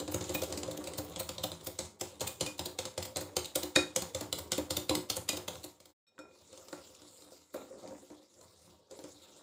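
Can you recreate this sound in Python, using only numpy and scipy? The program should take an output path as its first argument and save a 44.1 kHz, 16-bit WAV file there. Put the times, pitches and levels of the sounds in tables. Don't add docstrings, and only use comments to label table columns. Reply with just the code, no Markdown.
import sys
import numpy as np
from scipy import signal
from scipy.fft import rfft, irfft
from scipy.io import wavfile

SR = 44100
rng = np.random.default_rng(int(sys.argv[2]) if len(sys.argv) > 2 else 0)


def unload_audio(sound):
    columns = np.transpose(np.atleast_2d(sound))
    steps = np.round(np.clip(columns, -1, 1) * 32767)
    wavfile.write(sys.argv[1], SR, steps.astype(np.int16))


def to_linear_factor(level_db):
    exponent = np.asarray(level_db, float) / 20
    return 10 ** exponent


N = 415422
SILENCE_START_S, SILENCE_END_S = 5.936, 6.066


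def rms_one(x):
    return x / np.sqrt(np.mean(x ** 2) + 1e-20)


def in_time(rows):
    s, *columns = np.transpose(rows)
    return [np.interp(np.arange(N) / SR, s, column) for column in columns]


def samples_of(events):
    return [round(row[0] * SR) for row in events]


def coloured(x, spectrum):
    hz, level_db = np.transpose(spectrum)
    grid = np.fft.rfftfreq(4096, 1 / SR)
    log_level = np.interp(np.log(grid + 1), np.log(hz), level_db) * np.log(10) / 20
    cepstrum = irfft(log_level)
    cepstrum[1:2048] *= 2
    cepstrum[2049:] = 0
    response = rms_one(irfft(np.exp(rfft(cepstrum)))) / 64
    return signal.fftconvolve(x, response)[:len(x)]


def drift(rate_hz):
    r = np.exp(-2 * np.pi * rate_hz / SR)
    settling = SR // 4
    noise = rng.standard_normal(N + settling)
    return rms_one(signal.lfilter([1], [1, -2 * r, r * r], noise)[settling:])


def ring(clicks, hz, t60):
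    r, w = to_linear_factor(-60 / (t60 * SR)), 2 * np.pi * hz / SR
    return signal.lfilter([0, np.sin(w)], [1, -2 * r * np.cos(w), r * r], clicks + 1e-18)


def grains(per_s, spread_db):
    sizes = to_linear_factor(spread_db * np.minimum(rng.exponential(1, N), 5))
    sizes = sizes * rng.choice([-1, 1], N)
    return rms_one(sizes * (rng.random(N) < per_s / SR))


def body(modes, events, blows_db, rubbing, vary_db, contact_s, wander_db=0, lean_db=0):
    rough_share, lean_pivot_hz = 0.55, 430
    at = samples_of(events)
    chance = rng.standard_normal((len(events), len(modes)))
    blows_db = np.broadcast_to(blows_db, chance.T.shape)
    fade = np.exp(-1 / (contact_s * SR))
    out = np.zeros(N)
    for k, (hz, level_db, t60) in enumerate(modes):
        tap = np.full(N, 1e-18)
        tap[at] = to_linear_factor(blows_db[k] + vary_db * chance[:, k])
        rough = signal.lfilter([np.sqrt(1 - fade ** 2)], [1, -fade], tap)
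        push = rough_share * rough + (1 - rough_share) * tap
        push *= rng.choice([-1, 1], N)
        rub = rubbing * to_linear_factor(wander_db * np.tanh(drift(13.0))) / np.sqrt(t60 * SR)
        lean = to_linear_factor(lean_db * np.log2(hz / lean_pivot_hz))
        out += to_linear_factor(level_db) * ring((push + rub) * lean, hz, t60)
    return out


def patchy(x, patchy_db, rate_hz, sweep_db=0):
    edges = 150 * 2 ** np.arange(0, 7.1, .25)
    centre = 17 + 5 * drift(2)
    out = np.zeros(N)
    for k, band in enumerate(zip(edges, edges[1:])):
        part = signal.sosfilt(signal.butter(2, band, "band", fs=SR, output="sos"), x)
        patch_db = sweep_db / (1 + ((k - centre) / 2) ** 2)
        swell = to_linear_factor(patchy_db * np.tanh(drift(rate_hz)) + patch_db)
        out += (-1) ** k * swell * part
    return out


def split(x):
    edge_hz = 11000
    return [signal.sosfilt(signal.butter(4, edge_hz, kind, fs=SR, output="sos"), x)
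            for kind in ("low", "high")]


def new_strokes():
    gap_s = 0.095
    s = np.transpose(SLAPS)[0]
    return s[1:][(np.diff(s) > gap_s) & (s[1:] < SILENCE_START_S)]


def kitchen(x):
    t60_s, build_s, cut_hz = 0.26, 0.02, 0.45 * SR
    t = np.arange(SR // 2) / SR
    tail = rng.standard_normal(len(t)) * to_linear_factor(-60 * t / t60_s) * (1 - np.exp(-t / build_s))
    tail = signal.lfilter(*signal.butter(1, cut_hz, fs=SR), tail)
    return signal.fftconvolve(x, tail / np.sqrt(np.sum(tail ** 2)))[:N]


# (f/Hz, level/dB, t60/s)
COUNTER_MODES = [(93, 0, .22), (116, -5, .15), (166, -3, .22), (205, -9, .12)]


def counter_top(scrape_db, rumble, counter_db):
    blow_db, rub_db = -5.5, 9
    _, peak_db, thud_db, _ = np.transpose(SLAPS)
    sound = body(COUNTER_MODES, SLAPS, peak_db + thud_db + blow_db,
                 to_linear_factor(scrape_db + rub_db) * rumble, vary_db=1.5, contact_s=0.024)
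    return to_linear_factor(counter_db) * sound


# (f/Hz, level/dB)
SPLASH_SPECTRUM = [(200, -10.5), (400, -13.5), (800, 2.5), (1500, -7.5), (2500, -12), (5000, -48.5)]


def splash(blows_db, decay_s):
    blows = np.full(N, 1e-18)
    blows[samples_of(SLAPS)] = to_linear_factor(blows_db)
    dying = signal.lfilter([1], [1, -np.exp(-1 / (decay_s * SR))], blows)
    return coloured(dying * grains(3000, spread_db=4.0), SPLASH_SPECTRUM)


# (f/Hz, level/dB)
SLOSH_SPECTRUM = [(88, -44.5), (150, -9.5), (356, 3.5), (588, 2), (710, -20), (935, -14.5), (3000, -34.5),
                  (3900, -60), (6600, -120)]


def batter(rumble_db):
    _, peak_db, thud_db, _ = np.transpose(SLAPS)
    folding = coloured(rng.standard_normal(N), SLOSH_SPECTRUM)
    slosh = to_linear_factor(rumble_db - 9.0) * patchy(folding, patchy_db=9.0, rate_hz=4.9)
    thrown = splash(peak_db + thud_db - 15.5, decay_s=0.037)
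    drops = coloured(grains(1400, spread_db=5.5), SPLASH_SPECTRUM)
    spatter = to_linear_factor(rumble_db - 17.0) * patchy(drops, patchy_db=8.0, rate_hz=13.0)
    return slosh + thrown + spatter


# (f/Hz, level/dB, t60/s)
BOWL_MODES = [(299, -2, .18), (361, -4.5, .15), (415, -16, .12), (523, 1, .125), (595, -4.5, .1),
              (646, -8, .1), (753, -11, .13), (923, -13, .1), (1015, -13, .12), (1115, -13, .1)]


def thud_loss_db():
    stroke_hz, stroke_loss_db, stroke_s = 498, 13, 0.03
    return_hz, return_loss_db = 340, 5.5
    s, strokes = np.transpose(SLAPS)[0], np.append(-1, new_strokes())
    latest = strokes[np.searchsorted(strokes, s, side="right") - 1]
    hz = np.transpose(BOWL_MODES)[0][:, None]
    stroke_db = stroke_loss_db * np.log2(hz / stroke_hz) ** 2
    return_db = return_loss_db * np.log2(hz / return_hz) ** 2
    return np.where(s - latest < stroke_s, stroke_db, return_db)


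# (t/s, level/dB, favoured f/Hz)
THUMP_EVENTS = [(0.423, -32.5, 536), (0.575, -34, 300), (0.684, -34.5, 540), (0.789, -36, 300),
                (0.878, -37, 536), (0.993, -32.5, 297), (1.446, -37, 537), (3.767, -27.5, 340),
                (4.907, -26, 357), (4.909, -24, 1020), (4.921, -27, 350), (4.937, -31, 940),
                (4.977, -34, 330), (6.727, -45, 510), (7.321, -50, 515), (7.5435, -37, 620),
                (7.68, -58, 500), (7.71, -46.5, 500), (7.8358, -43.5, 610), (7.852, -45, 610),
                (7.885, -45, 700), (7.93, -46.5, 504), (8.1028, -57, 650), (8.9103, -50, 450)]


def bowl(rumble_db, rumble, lean_db):
    thump_loss_db = 28
    _, peak_db, thud_db, _ = np.transpose(SLAPS)
    thuds = body(BOWL_MODES, SLAPS, peak_db + thud_db + 0.5 - thud_loss_db(),
                 to_linear_factor(rumble_db + 4.0) * rumble, vary_db=1.0, contact_s=0.0078,
                 wander_db=4.5, lean_db=lean_db)
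    _, thump_db, thump_hz = np.transpose(THUMP_EVENTS)
    blows_db = [thump_db - thump_loss_db * np.log2(hz / thump_hz) ** 2 for hz, _, _ in BOWL_MODES]
    return thuds + body(BOWL_MODES, THUMP_EVENTS, blows_db, 0, vary_db=1.5, contact_s=1e-5)


# (f/Hz, level/dB, t60/s)
GLASS_MODES = [(920, -2, .04), (1150, 0, .03), (1366, -6, .13), (1385, -9, .12), (1520, 0, .04),
               (1850, -2, .025), (2455, -10, .19), (2482, -13, .14), (3700, 2, .025), (3774, -3, .14),
               (3800, -9, .1), (4334, -12, .08), (5410, -1, .12), (7820, 0, .1), (11590, -5, .05)]
# (t/s, level/dB, favoured f/Hz, loss one octave away/dB)
CLINK_EVENTS = [(0.3499, -28, 2620, 49), (2.273, -41, 2620, 43), (2.464, -35, 2600, 60),
                (3.7592, -20, 2970, 26), (3.763, -22.5, 1900, 40), (5.2873, -30, 2980, 27),
                (6.068, -60, 1250, 20), (6.068, -69.5, 3180, 6), (6.1806, -54, 1520, 10),
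                (6.189, -46, 1305, 29), (6.19, -62, 5400, 20), (6.197, -55.5, 2430, 27),
                (6.312, -63, 2470, 42), (6.729, -49, 1280, 12), (7.543, -48, 1510, 25)]


def glass_wall(scrape, gentle):
    hand_off_s, free_ring = 6.0, 2.1
    knock_t60_s = 0.05
    most_loss_db, absent_db = 29.0, -200
    s, knock_db, favoured_hz, loss_db = np.transpose(CLINK_EVENTS)
    ring_db = np.array([knock_db - np.minimum(loss_db * np.log2(hz / favoured_hz) ** 2, most_loss_db)
                        for hz, _, _ in GLASS_MODES])
    free = s > hand_off_s
    freed_modes = [(hz, level_db, t60 * (free_ring if t60 > knock_t60_s else 1))
                   for hz, level_db, t60 in GLASS_MODES]
    held = body(GLASS_MODES, CLINK_EVENTS, ring_db + absent_db * free,
                to_linear_factor(-20.0) * scrape * ~gentle, vary_db=1.5, contact_s=1e-5)
    freed = body(freed_modes, CLINK_EVENTS, ring_db + absent_db * ~free,
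                 to_linear_factor(-15.0) * scrape * gentle, vary_db=1.5, contact_s=1e-5)
    waver = to_linear_factor(4.0 * np.tanh(drift(35)))
    return (held + freed) * waver


# (f/Hz, level/dB, t60/s)
LOOP_MODES = [(3080, -6, .04), (3550, -2, .04), (4190, -1, .05), (4500, -1, .04), (4790, -4, .06),
              (4930, -4, .06), (6060, -6, .05), (6420, -6, .05), (7083, -7, .07), (7205, -3, .09),
              (7350, -3, .04), (8220, -6, .06), (8600, -9, .05), (9250, -10, .05)]


def wire_loops(scrape):
    peak_db = np.transpose(SLAPS)[1]
    return body(LOOP_MODES, SLAPS, peak_db - 22.0, to_linear_factor(-14.0) * scrape,
                vary_db=3.0, contact_s=0.00052, wander_db=4.5)


def lift_db():
    depth_db, time_s = -14, 0.049
    strokes, t = new_strokes(), np.arange(N) / SR
    until = np.append(strokes, np.inf)[np.searchsorted(strokes, t)] - t
    return depth_db * np.exp(-until / time_s)


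# (t/s, wire scrape level/dB, bowl rumble level/dB)
DRAG_LEVELS = [(0.0, -54, -37), (0.07, -58, -60), (0.3, -47.5, -47), (0.6, -56, -45), (1.42, -54.5, -60),
               (1.6, -59.5, -57.5), (1.86, -49, -58), (1.98, -72, -63.5), (2.05, -52.5, -56),
               (3.0, -60.5, -55), (4.2, -52, -53), (5.3, -59, -52.5), (5.55, -53, -53.5),
               (5.93, -74, -77.5), (6.07, -79.5, -87), (6.22, -82, -63.5), (6.3, -73, -62),
               (6.33, -64, -68), (6.51, -58, -64.5), (6.78, -56.5, -62), (7.1, -60, -64.5),
               (7.35, -59.5, -63.5), (7.51, -65, -83), (7.56, -57, -42.5), (7.66, -61, -56.5),
               (7.8, -62.5, -53), (7.86, -62.5, -46.5), (8.06, -62.5, -64.5), (8.12, -64.5, -58),
               (8.2, -62.5, -62.5), (8.29, -68.5, -74.5), (8.43, -61, -63), (8.57, -64.5, -71),
               (8.7, -62, -63), (8.89, -78, -72.5), (8.92, -59.5, -55.5), (9.15, -59.5, -66.5),
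               (9.42, -60, -60)]


def drag_levels():
    scrape_db, rumble_db = in_time(DRAG_LEVELS)
    lift = lift_db()
    return scrape_db + lift, rumble_db + .5 * lift


def dragged_wires(scrape_db, scrape, gentle):
    ticks_per_s, tick_s, tick_db, gentle_tick_db = 70.0, 0.0012, -10.0, -12
    patches = patchy(scrape, patchy_db=7.0, rate_hz=10.0, sweep_db=4.5 * gentle)
    clicks = np.abs(grains(ticks_per_s, spread_db=1.0))
    flicks = signal.lfilter([1], [1, -np.exp(-1 / (tick_s * SR))], clicks)
    ticks = rms_one(flicks * rng.standard_normal(N))
    return to_linear_factor(-8.5) * patches + to_linear_factor(scrape_db + tick_db + gentle_tick_db * gentle) * ticks


# (t/s, peak level/dB, thud level re peak/dB, sizzle level re peak/dB)
SLAPS = [(0.001, -25, -11.5, -16), (0.079, -28.5, -6, -30), (0.1212, -38, -1, 0), (0.1443, -25.5, -5, -9),
         (0.21, -25, -9.5, -27), (0.241, -30, -38, -34), (0.2942, -23.5, -11.5, -26),
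         (0.3485, -25.5, -6, -5.5), (0.4202, -24.5, -16, -14), (0.435, -23.5, -38.5, -11.5),
         (0.505, -38, -3, -20), (0.5252, -21, -16.5, -24), (0.5759, -22.5, -18, -17),
         (0.633, -24.5, -13, -29), (0.6786, -34.5, -9, -21), (0.7131, -28.5, -33, -13),
         (0.774, -36, -6, -9), (0.8413, -30, -16, -16), (0.8731, -25, -17, -19),
         (0.9356, -28.5, -15.5, -32), (0.9846, -28.5, -5.5, -5), (1.049, -52, -24, 5),
         (1.098, -49, -17, -2), (1.1607, -26, -15, -31), (1.2, -24.5, -11, -7.5), (1.2918, -23, -17.5, -16),
         (1.3821, -28.5, -13, -27), (1.4387, -21, -10.5, -10.5), (1.5175, -27.5, -13, -24),
         (1.6104, -39.5, -12, -16), (1.6456, -43, -25, 0), (1.6701, -28, -9.5, -5),
         (1.7898, -19.5, -16.5, -22), (1.998, -41, -22, -12), (2.0119, -21.5, -11.5, -12),
         (2.197, -35, -20, -32), (2.2079, -23, -10.5, -19), (2.2142, -21, -11.5, -15),
         (2.276, -24, -17, -5.5), (2.402, -37, -22, -29), (2.4096, -12.5, -17.5, -27),
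         (2.4638, -22, -17.5, -17), (2.582, -40, -39, -10), (2.5936, -22.5, -9.5, -17),
         (2.659, -25, -12.5, -10.5), (2.789, -18, -16, -20), (2.8542, -23, -16, -19),
         (2.9789, -20.5, -12, -22), (3.027, -23.5, -30, -17), (3.053, -27.5, -17, -11),
         (3.1602, -21.5, -11.5, -33), (3.169, -21, -19, -16), (3.2122, -32, -5, -6.5),
         (3.3674, -14, -15, -18.5), (3.4458, -27.5, -26.5, -27.5), (3.456, -30, -43, -12.5),
         (3.558, -15, -13.5, -12.5), (3.6326, -23.5, -10.5, -12), (3.756, -25.5, -24.5, -27),
         (3.761, -10, -12.5, -25), (3.962, -13, -17.5, -18), (4.0217, -25, -12, -13),
         (4.148, -19.5, -14.5, -23), (4.2109, -28.5, -5.5, -11.5), (4.328, -19, -17.5, -16),
         (4.3874, -29.5, -13, -8.5), (4.5193, -12.5, -21.5, -23), (4.581, -24.5, -6, -12),
         (4.7069, -17, -15.5, -14.5), (4.7702, -21, -12.5, -9.5), (4.8952, -15, -16, -17),
         (4.952, -15, -22, -18.5), (5.1011, -14, -19.5, -15), (5.167, -27, -7, -7),
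         (5.2908, -12.5, -21, -15), (5.3306, -28, -10.5, -14), (5.3717, -26.5, -8.5, -9.5),
         (5.482, -22.5, -13, -12.5), (5.556, -38, -41, -50), (5.6418, -33.5, -10, -7),
         (5.8026, -43, -12.5, -16), (5.8573, -43.5, -13, -12), (5.892, -54, -13, -20),
         (6.1892, -42.5, -5, -22), (6.529, -38, -15, -35), (6.576, -37, -16, -26),
         (6.6843, -37.5, -13, -30), (6.7286, -33, -4.5, -19), (6.9503, -38.5, -29, -26),
         (7.019, -42.5, -10, -22), (7.222, -43, -13, -16), (7.5446, -43, 3.5, 0.5),
         (7.876, -41.5, -10, -32), (8.102, -47, 1.5, -33), (8.412, -45, -23, -14), (8.9111, -38, -11, -36),
         (8.99, -37.5, -7.5, -41), (9.04, -36, -6.5, -25)]


def wire_slaps():
    landing_s, crack_s, shiver_s, shiver_db = 0.00084, 0.00071, 0.025, -12.0
    early_s, early_db = 0.012, -31.5
    stray_s, stray_db = 0.075, -30
    clang_s, clang_db = 0.0012, -4.0
    lead = 2000
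    t = np.arange(-lead, 6000) / SR
    patter = rng.standard_normal((len(SLAPS), len(t)))
    patter *= to_linear_factor(3.0 * rng.standard_normal((len(SLAPS), len(t) // 40))).repeat(40, axis=1)
    strays = rng.random((len(SLAPS), 3, 2))
    clangs = rng.standard_normal((len(SLAPS), 600)) * np.exp(-np.arange(600) / (clang_s * SR))
    clangs *= to_linear_factor(clang_db) / np.sqrt(clang_s * SR / 2)
    clangs[:, 0] = 1
    out = np.zeros((2, N + len(t)))
    for (s, peak_db, _, sizzle_db), noise, stray, clang in zip(SLAPS, patter, strays, clangs):
        spread_s = landing_s * (1 + to_linear_factor(2.0 * min(sizzle_db + 13.5, 6.0)))
        fall = np.exp(-t / (crack_s + spread_s)) + to_linear_factor(shiver_db) * np.exp(-t / shiver_s)
        shape = np.where(t < 0, np.exp(np.minimum(t, 0) / spread_s), fall)
        shape += to_linear_factor(early_db) * (t > -early_s) * (t < 0)
        for late, size in stray:
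            shape += to_linear_factor(stray_db) * size * np.exp(-np.abs(t - late * stray_s) / landing_s)
        burst = to_linear_factor(peak_db - 13.0) * signal.fftconvolve(shape * noise, clang)[:len(t)]
        i = round(s * SR)
        out[:, i:i + len(t)] += burst * to_linear_factor([[0], [sizzle_db + 16.0]])
    return out[0, lead:lead + N], out[1, lead:lead + N]


# (f/Hz, level/dB)
WIRE_SPECTRUM = [(530, -18.5), (900, -11), (1390, -11.5), (1790, -23), (2050, -10), (2420, -12.5),
                 (2690, -10.5), (3300, -7), (3730, -4.5), (5750, -10.5), (7230, -5.5), (12000, -23),
                 (15100, -12.5), (16000, -31)]
# (f/Hz, level/dB)
GENTLE_SPECTRUM = [(1200, 0), (2000, -3), (3500, -3.5), (4600, 0), (11000, -0.5)]


def wires_on_glass(scrape_db, scrape, gentle):
    slap, slap_sizzle = wire_slaps()
    dragged = dragged_wires(scrape_db, scrape, gentle)
    drag_sizzle = to_linear_factor(0.12 * (scrape_db + 35.0)) * dragged
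    contact = split(slap + dragged)[0] + split(slap_sizzle + drag_sizzle)[1]
    stirred = to_linear_factor(-1.0) * coloured(contact * gentle, GENTLE_SPECTRUM)
    return coloured(contact * ~gentle + stirred, WIRE_SPECTRUM)


# (t/s, lean of the bowl's modes/(dB per octave), counter level/dB)
LOW_SHARES = [(0.0, -3, 0), (1.4, 9, 1), (1.8, -1, -3.5), (3.0, 3, -1), (3.8, -3.5, -5), (4.3, 2.5, 1),
              (5.0, 0, 0.5), (5.9, 4, -6.5), (6.1, 1.5, -11), (7.0, 2.5, -11), (8.0, -7, -26),
              (8.5, 6.5, -1.5), (9.42, -3, -16.5)]


def scene():
    room_db = -9.5
    gentle = np.arange(N) / SR > SILENCE_START_S
    scrape_db, rumble_db = drag_levels()
    lean_db, counter_db = in_time(LOW_SHARES)
    scrape = to_linear_factor(scrape_db + 1.7 * drift(30)) * grains(9000, spread_db=2.5)
    rumble = to_linear_factor(2.1 * drift(23)) * grains(510, spread_db=3.5)
    near = counter_top(scrape_db, rumble, counter_db)
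    near = near + batter(rumble_db)
    near = near + bowl(rumble_db, rumble, lean_db)
    near = near + glass_wall(scrape, gentle)
    near = near + wire_loops(scrape)
    near = near + wires_on_glass(scrape_db, scrape, gentle)
    return (near + to_linear_factor(room_db) * kitchen(near))[None]


def band_limit(x):
    return signal.sosfilt(signal.butter(12, 16990, fs=SR, output="sos"), x)


def record(dry):
    t = np.arange(N) / SR
    fade_out = np.clip((SILENCE_START_S - t) / .03, 0, 1)
    cut_in = np.clip((t - SILENCE_END_S) / .012, 0, 1)
    thin = signal.sosfilt(signal.butter(4, 74, "high", fs=SR, output="sos"), dry)
    thin = signal.sosfilt(signal.cheby2(12, 28, 16000, fs=SR, output="sos"), thin)
    return band_limit(thin * (fade_out + cut_in))


dry = scene()
out = record(dry)
unload_audio(out)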